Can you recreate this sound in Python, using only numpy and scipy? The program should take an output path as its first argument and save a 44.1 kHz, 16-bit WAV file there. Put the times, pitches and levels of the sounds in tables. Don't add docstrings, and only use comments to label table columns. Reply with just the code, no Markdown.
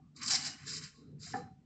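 import sys
import numpy as np
from scipy import signal
from scipy.fft import rfft, irfft, next_fast_len
from scipy.io import wavfile
from scipy.ndimage import uniform_filter1d, map_coordinates

SR = 44100
rng = np.random.default_rng(int(sys.argv[2]) if len(sys.argv) > 2 else 0)


def gain_from_db(level_db):
    decades = np.asarray(level_db, float) / 20
    return 10 ** decades


def transcribe(signal):
    frames = np.atleast_2d(signal).T
    limited = np.clip(frames, -1, 1)
    pcm = np.round(limited * 32767).astype(np.int16)
    wavfile.write(sys.argv[1], SR, pcm)


N = 72765

# f/Hz, level/dB per Hz
HUM_COLOUR = [(13, -61.5), (22, -35), (160, -13.5), (263, -15), (382, -38), (766, -35.5), (911, -37),
              (1260, -40.5), (8300, -50.5), (10800, -84), (18300, -120)]
# t/s, level/dB, bottom modes over it/dB, rim modes over it/dB
SHUFFLE = [(0.0, -59, -1.5, -38), (0.11, -63, -16.5, -25), (0.156, -66, 3.5, -24), (0.27, -54.5, -0.5, -26),
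           (0.486, -57, -2, -14.5), (0.56, -70, 10.5, -9), (0.582, -65, -17, -23), (0.648, -51, -12.5, -33),
           (0.67, -54.5, -7, -10), (0.822, -54.5, -6.5, -10.5), (0.85, -50.5, -18, -24.5),
           (0.922, -75, -23, -9.5), (0.996, -64, 6, -6), (1.152, -51, -9.5, -14), (1.3, -57, -12.5, -25),
           (1.346, -50.5, 3.5, -0.5), (1.576, -62, -11.5, -28), (1.65, -71.5, 8, -19)]
# f/Hz, width/Hz, level/dB
COUNTER_MODES = [(92.5, 14, -10.5), (146.7, 13, -0.5), (192.7, 26, -10.5)]
# f/Hz, width/Hz, level/dB
BOTTOM_MODES = [(211, 10, -5), (241.7, 13, 2.5), (293.5, 85, -6.5)]
# f/Hz, width/Hz, level/dB
RIM_MODES = [(422, 27, 11.5), (473, 86, -8.5)]
# t/s, length/s, f/Hz, width/Hz, level/dB
SMEARS = [(.001, 0.11, 1180, 120, -81), (.148, 0.079, 1170, 200, -70), (0.165, 0.03, 2130, 460, -64.5),
          (0.202, 0.057, 2200, 600, -53.5), (0.195, 0.1, 1190, 220, -53), (0.337, 0.037, 2124, 160, -44.5),
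          (0.299, .08, 380, 83, -60.5), (.335, 0.27, 2900, 14, -59), (0.303, 0.086, 770, 61, -53),
          (0.468, .05, 1820, 150, -57), (0.667, 0.027, 1700, 250, -56.5), (.92, .13, 1090, 70, -74.5),
          (.99, 0.14, 1320, 200, -81), (1.189, .045, 1837, 150, -80), (1.2, 0.12, 1370, 170, -72),
          (1.23, .04, 2260, 350, -67), (1.258, 0.038, 710, 70, -64.5), (1.261, .025, 1800, 597, -59),
          (1.297, 0.024, 1290, 400, -63), (1.33, .09, 243, 25, -61), (1.36, 0.053, 1230, 150, -55),
          (1.362, 0.0625, 486, 30, -48), (1.383, .12, 1300, 600, -67.5)]
# t/s, f/Hz, peak level/dB
TICKS = [
    (1.3355, 1750, -31),
    (1.3412, 1590, -33),
    (1.197, 216, -47.5),
]
# f/Hz, level/dB, time to fall 60 dB/s
RING_MODES = [(224.3, 0, 0.35), (246.7, -4, 0.43), (524, -21, 0.33), (747, -2.5, 0.5), (762.3, 5, 0.42),
              (805, 4, 0.38), (1025, -14.5, 0.23), (1198, 4.5, 0.06), (1346, 0, 0.14), (1640, -20.5, 0.54),
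              (1760, 8.5, 0.097), (1920, -29, .15)]
# t/s, level/dB, hardness as f/Hz
KNOCKS = [
    (1.2665, -71, 1970),
    (1.339, -25.5, 1890),
    (1.356, -43, 900),
    (1.417, -40.5, 1000),
    (1.472, -50, 1967),
]
# t/s, length/s, f/Hz, level/dB
NAILS = [(.214, .012, 4630, -48), (.228, .01, 5750, -44), (.262, .003, 5650, -39), (.2775, .005, 4830, -34),
         (.28, .007, 7550, -36), (.285, .002, 5200, -35), (.301, .003, 5700, -35), (.3055, .005, 4950, -29),
         (.308, .006, 7000, -36), (.313, .009, 5300, -32), (.317, .006, 7400, -37), (.327, .002, 5600, -33),
         (.3325, .004, 5200, -31), (.342, .004, 5200, -29), (.349, .003, 5400, -28),
         (.3545, .005, 5150, -29.5), (.354, .008, 7250, -36), (.445, .03, 5100, -42), (.45, .03, 7350, -47),
         (.676, .028, 5050, -48), (1.226, .017, 5000, -55)]
# t/s, scrape level/dB, soft rub over the scrape/dB
STROKES = [
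    [(0.145, -100, 1), (0.165, -56.5, -28), (0.205, -64, -3), (0.233, -44, -10.5), (0.253, -45, -13.5),
     (0.283, -37, -17.5), (0.296, -43.5, -8)],
    [(0.296, -41, -15.5), (0.304, -33, -13.5), (0.33, -35, -13), (0.36, -35.5, -11), (0.384, -44.5, -7.5),
     (0.43, -46, -10)],
    [(0.43, -47.5, -10), (0.466, -40, -13), (0.564, -67.5, 0.5), (0.645, -63, -2)],
    [(0.645, -69, -1), (0.675, -45.5, -13), (0.763, -44.5, -15.5), (0.787, -46.5, -13), (0.81, -73.5, 5.5)],
    [(0.81, -58.5, -3), (0.842, -49, -10), (0.926, -79, 2.5), (0.968, -71, -11.5), (1.106, -99, 2),
     (1.12, -86.5, 2.5)],
    [(1.18, -101.5, 12), (1.2, -64, -22), (1.236, -51.5, -19), (1.33, -55.5, -11), (1.338, -64.5, 2),
     (1.372, -58.5, -9), (1.5, -102, 10.5)],
]
# f/Hz, level/dB per Hz
GRIT_COLOUR = [(1940, -51), (3300, -26.5), (3790, -7), (4340, -4.5), (5100, 1), (6190, -4.5), (7400, -5.5),
               (7800, -9), (8300, -8), (10800, -59), (18300, -120)]
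# f/Hz, level/dB per Hz
RUB_COLOUR = [(530, -47), (900, -29.5), (1050, 1), (1250, -3), (1400, 1.5), (1650, 3.5), (2320, 3.5),
              (3400, -5), (4420, -41), (7480, -120)]
# f/Hz, width/Hz, level/dB
BRIGHT_MODES = [(3800, 22, -5), (4100, 20, 2.5), (4725, 50, 0), (5010, 55, 2), (5260, 53, 0), (5303, 42, 4),
                (5450, 30, -8), (5850, 36, 1), (6530, 27, -5), (7220, 15, -2), (7150, 97, -1.5),
                (7580, 120, 5)]
# f/Hz, width/Hz, level/dB
LASTING_MODES = [(4073, 10, -59), (3770, 14, -65)]
# f/Hz, width/Hz, level/dB
FLEX_MODES = [(640, 70, -11), (770, 45, 0), (890, 70, -9)]

HUM_DB, RUMBLE_DB, RUMBLE_HZ = -70, -75, 89
TICK_CYCLES = 13
HELD = 0.38
THUD_DB, ROOM_DB, ROOM_T60_S = 7, -7, 0.26
EARLIER_DB, EARLIER_HZ = -65.5, 766
NAIL_Q = 8
GRAINS_PER_S, GRAIN_SPREAD_DB, SLIP_DB, PATCH_DB = 14000, 2, 1.5, 1.6
MODE_T60_S, MODE_SHARE_DB, TAIL_T60_S, TAIL_DB = 0.075, 2, 0.34, -3
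BRIGHT_DB = -6
PRESS_DB, PRESS_GROWS = -50, 0.73
PRESS_BUILDS_S, PRESS_ENDS_S = (0.2, 0.32), 0.63
HISS_DB, TOP_HZ, SLOPE_HZ = -92, 8250, 70


def unit(x):
    return x / np.sqrt(np.mean(x ** 2) + 1e-20)


def steady(x, span_s):
    power = np.abs(uniform_filter1d(x * x, size=round(span_s * SR)))
    return unit(x / np.sqrt(power + 1e-20))


def along(points, hz):
    f, value = np.transpose(points)
    return np.interp(np.log(hz + 1), np.log(f + 1), value)


def curves(rows):
    s, *columns = np.transpose(rows)
    return [np.interp(np.arange(N) / SR, s, column) for column in columns]


def wobble(rate):
    return map_coordinates(rng.standard_normal(600), [np.arange(N) * rate / SR])


def filtered(x, response):
    m = next_fast_len(N + SR // 2)
    return irfft(rfft(x, m) * response(np.fft.rfftfreq(m, 1 / SR)), m)[:N]


def resonances(peaks):
    def response(f):
        total = 0
        for k, (centre, width, db) in enumerate(peaks):
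            damping = 1j * f * width
            total = total + (-1) ** k * gain_from_db(db) * damping / (centre * centre - f * f + damping)
        return total
    return response


def kitchen():
    hum = unit(filtered(rng.standard_normal(N), lambda f: gain_from_db(along(HUM_COLOUR, f))))
    rumble = filtered(rng.standard_normal(N), lambda f: (f > 45) / (1 + (f / RUMBLE_HZ) ** 6))
    return gain_from_db(HUM_DB) * hum + gain_from_db(RUMBLE_DB) * unit(rumble)


def shaken_body(peaks, mid_hz, width_hz):
    modes, band = resonances(peaks), resonances([(mid_hz, width_hz, 0)])
    rung = filtered(rng.standard_normal(N), lambda f: modes(f) * band(f) ** 2)
    return unit(steady(rung, 0.07) * gain_from_db(1.5 * wobble(40)))


def shuffle():
    level_db, bottom_db, rim_db = curves(SHUFFLE)
    counter = shaken_body(COUNTER_MODES, 70, 220)
    bottom = gain_from_db(bottom_db) * shaken_body(BOTTOM_MODES, 229.3, 260)
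    rim = gain_from_db(rim_db) * shaken_body(RIM_MODES, 445, 200)
    return gain_from_db(level_db) * (counter + bottom + rim)


def smears():
    t, out = np.arange(N) / SR, np.zeros(N)
    for s, length, hz, width_hz, db in SMEARS:
        edges = [hz - width_hz / 2, hz + width_hz / 2]
        band = signal.butter(2, edges, "band", fs=SR, output="sos")
        rough = steady(signal.sosfilt(band, rng.standard_normal(N)), min(3 / width_hz, 0.04))
        swell = np.sin(np.pi * np.clip((t - s) / length, 0, 1) ** 0.9)
        out += gain_from_db(db) * swell * rough
    return out


def ticks():
    t, out = np.arange(N) / SR, np.zeros(N)
    for s, hz, db in TICKS:
        cycles = np.clip(t - s, 0, 1) * hz
        fade = gain_from_db(db - 60 * cycles / TICK_CYCLES) * (1 - np.exp(-cycles / 0.71))
        out += fade * np.sin(2 * np.pi * cycles)
    return out


def knocks():
    out, t = np.zeros(N + SR), np.arange(SR // 2) / SR
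    for s, db, hard_hz in KNOCKS:
        ring = 0
        for (hz, level, t60), scatter in zip(RING_MODES, rng.standard_normal(len(RING_MODES))):
            fade = gain_from_db(level + 2 * scatter - 60 * t / (HELD * t60))
            softness = 1 + (hz / hard_hz) ** 4
            ring = ring + fade / softness * np.sin(2 * np.pi * hz * t)
        band = signal.butter(4, [0.5 * hard_hz, hard_hz], "band", fs=SR, output="sos")
        thud = signal.sosfilt(band, rng.standard_normal(len(t))) * gain_from_db(THUD_DB - 60 * t / 0.11)
        blow = gain_from_db(db - 9.5) * (ring + thud) * (1 - np.exp(-t / 0.0052))
        room = rng.standard_normal(len(t)) * gain_from_db(-60 * t / ROOM_T60_S) * (1 - np.exp(-t / 0.0051))
        answer = signal.fftconvolve(blow, room / np.linalg.norm(room))[:len(t)]
        out[round(s * SR):][:len(t)] += blow + gain_from_db(ROOM_DB) * answer
    beating = 1 + 0.48 * np.cos(2 * np.pi * 38 * t)
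    out[:len(t)] += gain_from_db(EARLIER_DB - 60 * t / 0.11) * np.sin(2 * np.pi * EARLIER_HZ * t) * beating
    return out[:N]


def nails():
    t, out = np.arange(N) / SR, np.zeros(N)
    chatter = unit(rng.standard_normal(N) * gain_from_db(1.7 * wobble(300)))
    for s, length, hz, db in NAILS:
        attack = np.clip((t - s) / 0.0023, 0, 1)
        release = np.clip((s + length - t) / 0.0048 + 1, 0, 1)
        b, a = signal.iirpeak(hz, NAIL_Q, SR)
        bite = signal.lfilter(b, a, np.roll(chatter, rng.integers(N)))
        out += gain_from_db(db) * attack * release * steady(bite, 0.0033)
    return out


def grit():
    hit = rng.random(N) < GRAINS_PER_S / SR
    size_db = GRAIN_SPREAD_DB * rng.standard_normal(N) + SLIP_DB * wobble(220)
    crumbs = hit * rng.standard_normal(N) * gain_from_db(size_db)
    spectrum = signal.stft(crumbs, nperseg=256)[2]
    patches = uniform_filter1d(rng.standard_normal(spectrum.shape), size=4, axis=0)
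    patches = uniform_filter1d(patches, size=5, axis=1)
    patchy = signal.istft(spectrum * gain_from_db(PATCH_DB * unit(patches)), nperseg=256)[1][:N]
    return steady(patchy, 0.02)


def plate(x):
    t = np.arange(SR // 2) / SR
    draw = rng.random((320, 2))
    mode_hz = 900 + 7600 * draw[:, :1]
    modes = np.sin(2 * np.pi * mode_hz * t) * gain_from_db(12 * draw[:, 1:])
    ring = modes.sum(axis=0) * gain_from_db(-60 * t / MODE_T60_S)
    tail = rng.standard_normal(len(t)) * gain_from_db(-60 * t / TAIL_T60_S)
    answer = gain_from_db(MODE_SHARE_DB) * ring / np.linalg.norm(ring)
    answer += gain_from_db(TAIL_DB) * tail / np.linalg.norm(tail)
    answer[0] += 1
    return signal.fftconvolve(x, answer / np.linalg.norm(answer))[:N]


def flexing(level_db):
    t = np.arange(N) / SR
    first = np.interp(t, PRESS_BUILDS_S, [0, 1]) ** 2 * (t < PRESS_ENDS_S)
    heavy = first * gain_from_db(PRESS_GROWS * (level_db - level_db.max()))
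    modes, band = resonances(FLEX_MODES), resonances([(750, 500, 0)])
    flex = lambda f: modes(f) * band(f)
    noise = rng.standard_normal(N)
    return gain_from_db(PRESS_DB) * filtered(heavy * noise, flex) / np.std(filtered(noise, flex))


def strokes():
    level_db, dull_db = curves(np.vstack(STROKES))
    t = np.arange(N) / SR
    touch = sum((t >= s[0][0]) & (t < s[-1][0]) for s in STROKES) > 0
    push, crumbs = touch * gain_from_db(level_db), grit()

    colour = lambda f: gain_from_db(along(GRIT_COLOUR, f))
    scrape = plate(filtered(push * crumbs, colour)) / np.std(filtered(crumbs, colour))

    peaks = resonances(BRIGHT_MODES)
    bright = filtered(push * crumbs, lambda f: peaks(f) * (f > 2500))
    scrape = scrape + gain_from_db(BRIGHT_DB) * bright / np.std(filtered(crumbs, peaks))

    feed = touch * gain_from_db(0.53 * (level_db + 38.5))
    for hz, width_hz, db in LASTING_MODES:
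        mode = resonances([(hz, width_hz, 0)])
        scrape = scrape + gain_from_db(db) * filtered(feed * crumbs, mode) / np.std(filtered(crumbs, mode))

    soft = unit(filtered(grit(), lambda f: gain_from_db(along(RUB_COLOUR, f))))
    rub = plate(push * gain_from_db(dull_db + 0.57 * wobble(30)) * soft)
    return scrape + rub + flexing(level_db)


def scene():
    background = kitchen() + shuffle()
    touches = smears() + ticks() + knocks()
    return (background + touches + nails() + strokes())[None]


def low_pass(x):
    return signal.sosfilt(signal.butter(12, 8450, fs=SR, output="sos"), x)


def record(dry):
    x = filtered(dry[0], lambda f: gain_from_db(-18 * np.logaddexp(0, (f - TOP_HZ) / SLOPE_HZ)))
    mix = x + gain_from_db(HISS_DB) * rng.standard_normal(N)
    return low_pass(mix[None])


dry = scene()
out = record(dry)
transcribe(out)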